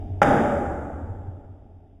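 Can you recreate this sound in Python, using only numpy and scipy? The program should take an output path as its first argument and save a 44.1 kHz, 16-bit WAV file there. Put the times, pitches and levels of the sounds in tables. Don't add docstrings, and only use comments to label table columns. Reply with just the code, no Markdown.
import sys
import numpy as np
from scipy import signal
from scipy.fft import rfft, irfft, next_fast_len
from scipy.io import wavfile
from scipy.ndimage import map_coordinates

SR = 44100
rng = np.random.default_rng(int(sys.argv[2]) if len(sys.argv) > 2 else 0)


def to_wav(sig):
    pcm = np.clip(np.atleast_2d(sig), -1, 1) * 32767
    pcm = np.round(pcm).astype(np.int16)
    wavfile.write(sys.argv[1], SR, pcm.T)


N = 88200
ATTACK_S = .0007


def amp(db):
    return 10 ** (np.asarray(db) / 20)


def unit(x):
    return x / np.sqrt(np.mean(x ** 2) + 1e-20)


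def along(points, hz):
    freqs, values = np.transpose(points)
    return np.interp(np.log(hz + 1), np.log(freqs + 1), values)


def curve(rows):
    return np.interp(np.arange(N) / SR, *np.transpose(rows))


def since(s):
    return np.maximum(np.arange(N) / SR - s, 0)


def wobble(rate):
    return map_coordinates(rng.standard_normal(512), [np.arange(N) * rate / SR], mode="mirror")


def filtered(x, gain):
    size = next_fast_len(N + SR // 2)
    return irfft(rfft(x, size) * gain(np.fft.rfftfreq(size, 1 / SR)), size)[:N]


def noise(colour):
    return unit(filtered(rng.standard_normal(N), lambda hz: amp(along(colour, hz))))


def tone(hz):
    return unit(np.sin(2 * np.pi * np.cumsum(hz) / SR))


def room_tone(wander_hz=5.92, hiss_db=-84.5):
    # freq_hz, gain_db
    room_colour = [(20, 0.5), (45, 4), (120, -2), (200, -8.5), (280, -8.5), (420, -12.5), (520, -27.5),
                   (630, -12), (810, -14.5), (980, -36), (2000, -42), (3600, -46.5), (6000, -57.5),
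                   (9300, -61), (15000, -67)]
    # pitch_hz, level_db
    hum_tones = [(279, -13.5), (413, -16.5)]
    # time_s, level_db
    room_level = [(0, -34.5), (.1, -37.5), (.2, -38), (1.1, -41.5), (1.6, -49.5), (2, -53)]
    # freq_hz, gain_db
    hiss_colour = [(100, 4), (1500, 1.5), (3600, -2), (5000, -7), (6500, -20), (7700, -16), (9200, -9.5),
                   (11000, -26.5), (15000, -26.5)]
    hum = sum(amp(db) * tone(hz + wander_hz * wobble(25)) for hz, db in hum_tones)
    return amp(curve(room_level)) * (noise(room_colour) + hum) + amp(hiss_db) * noise(hiss_colour)


def rumble(trim_db=-2, flutter_db=4.0, wander_hz=5.5):
    # time_s, level_db
    swells = [(0, -30), (.04, -39.5), (.08, -29.5), (.19, -30), (.23, -41), (.52, -41.5), (.57, -21.5),
              (.61, -43), (.68, -30), (.88, -41.5), (1.19, -29.5), (1.235, -43), (1.285, -30.5),
              (1.33, -38), (1.46, -48), (1.51, -36), (1.6, -49.5), (1.77, -42.5), (2, -54.5)]
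    # time_s, pitch_hz
    centre = [(.1, 93), (.4, 89.25), (.6, 75.68), (.95, 76.6), (1.1, 93), (2, 89.9)]
    level_db = curve(swells) + trim_db + flutter_db * wobble(45)
    return amp(level_db) * tone(curve(centre) + wander_hz * wobble(45))


def ring(start_s):
    # pitch_hz, level_db, t60_s
    modes = [(204, -15, 0.066), (603, -6, 0.036), (650, -14.5, 0.043), (811, -7, 0.098), (900, -8, .014),
             (1367, -8.5, .04), (1620, -15.5, 0.014), (2073, -18, .035)]
    t = since(start_s)
    ringing = sum(amp(db - 60 * t / t60) * np.sin(2 * np.pi * hz * t) for hz, db, t60 in modes)
    return ringing * (1 - np.exp(-t / ATTACK_S))


def crack(start_s, t60_s=0.032):
    # freq_hz, gain_db
    colour = [(100, -9), (600, -5.5), (1400, -3.5), (2150, -4), (2700, -15), (5000, -23.5), (6700, -24),
              (10000, -32.5), (12000, -39), (15000, -40.5)]
    t = since(start_s)
    return noise(colour) * amp(-60 * t / t60_s) * (1 - np.exp(-t / ATTACK_S))


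def knock():
    # start_s, ring_db, crack_db
    contacts = [(.2174, .3, -14.5), (.2281, -8, -14), (.2448, -9, -30)]
    return sum(amp(ring_db) * ring(s) + amp(crack_db) * crack(s) for s, ring_db, crack_db in contacts)


def reverberation(start_s=.218, wash_db=-14.5, beat_rate=9):
    # freq_hz, gain_db
    colour = [(40, -12), (110, -2), (160, -4.5), (240, 3), (400, -2.5), (590, -1), (700, -2), (840, 0.5),
              (1000, -14.5), (1150, -11), (1380, -6), (2100, -18.5), (2700, -28.5), (3600, -27.5),
              (5500, -41.5), (7000, -38), (10500, -45.5), (12000, -61), (15300, -51)]
    # freq_hz, rise_s
    build_up = [(150, 0.025), (300, .03), (700, .016), (2000, 0.037), (8000, 0.026)]
    # freq_hz, t60_s
    decay = [(100, 2.2), (250, 1.88), (700, 1.983), (1400, 1.6), (2500, 1.29), (4000, 0.9), (7500, 1.7),
             (15000, 1.35)]
    # pitch_hz, level_db, t60_s
    resonances = [(151, -27, .9), (220.5, -24, 0.57), (287.3, -35.5, 2), (470, -35.5, 1.3),
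                  (569, -23.5, 1.7), (598, -25, 1.4), (813.2, -25.5, 1.75)]
    hz, frame_s, spectrum = signal.stft(noise(colour), SR, nperseg=256)
    age = np.maximum(frame_s - start_s, 0)
    swell = 1 - np.exp(-age / along(build_up, hz)[:, None])
    fade = amp(-60 * age / along(decay, hz)[:, None])
    wash = amp(wash_db) * signal.istft(spectrum * swell * fade, SR)[1][:N]
    t = since(start_s)
    for pitch_hz, db, t60 in resonances:
        phase = 2 * np.pi * pitch_hz * t
        beating = unit(wobble(beat_rate) * np.sin(phase) + wobble(beat_rate) * np.cos(phase))
        rise = 1 - np.exp(-t / along(build_up, pitch_hz))
        wash += amp(db - 60 * t / t60) * rise * beating
    return wash


def boom(start_s=.255, gain_db=-15.5, rise_s=0.023, t60_s=0.49):
    from_hz, to_hz, sink_s, waver_hz = 350, 223.3, .035, 7
    t = since(start_s)
    hz = to_hz + (from_hz - to_hz) * np.exp(-t / sink_s) + waver_hz * wobble(37.24)
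    return amp(gain_db - 60 * t / t60_s) * (1 - np.exp(-t / rise_s)) * tone(hz)


def taps(cutoff_hz=965.6):
    # start_s, gain_db
    touches = [(1.442, -41), (1.620, -45)]
    ringing = sum(amp(db) * ring(s) for s, db in touches)
    return filtered(ringing, lambda hz: 1 / (1 + (hz / cutoff_hz) ** 10))


def scene():
    return (knock() + boom() + taps() + reverberation() + rumble() + room_tone())[None]


def record(dry):
    spacing_hz, width_hz, top_hz = 4240, 360, 15800

    def dips(hz):
        return amp(sum(db * np.exp(-((hz - k * spacing_hz) / width_hz) ** 4)
                       for k, db in enumerate((-40, -33.5, -25.5), 1)))

    notched = filtered(dry[0], dips)
    return filtered(notched, lambda hz: np.clip((top_hz - hz) / 400, 0, 1))[None]


dry = scene()
out = record(dry)
to_wav(out)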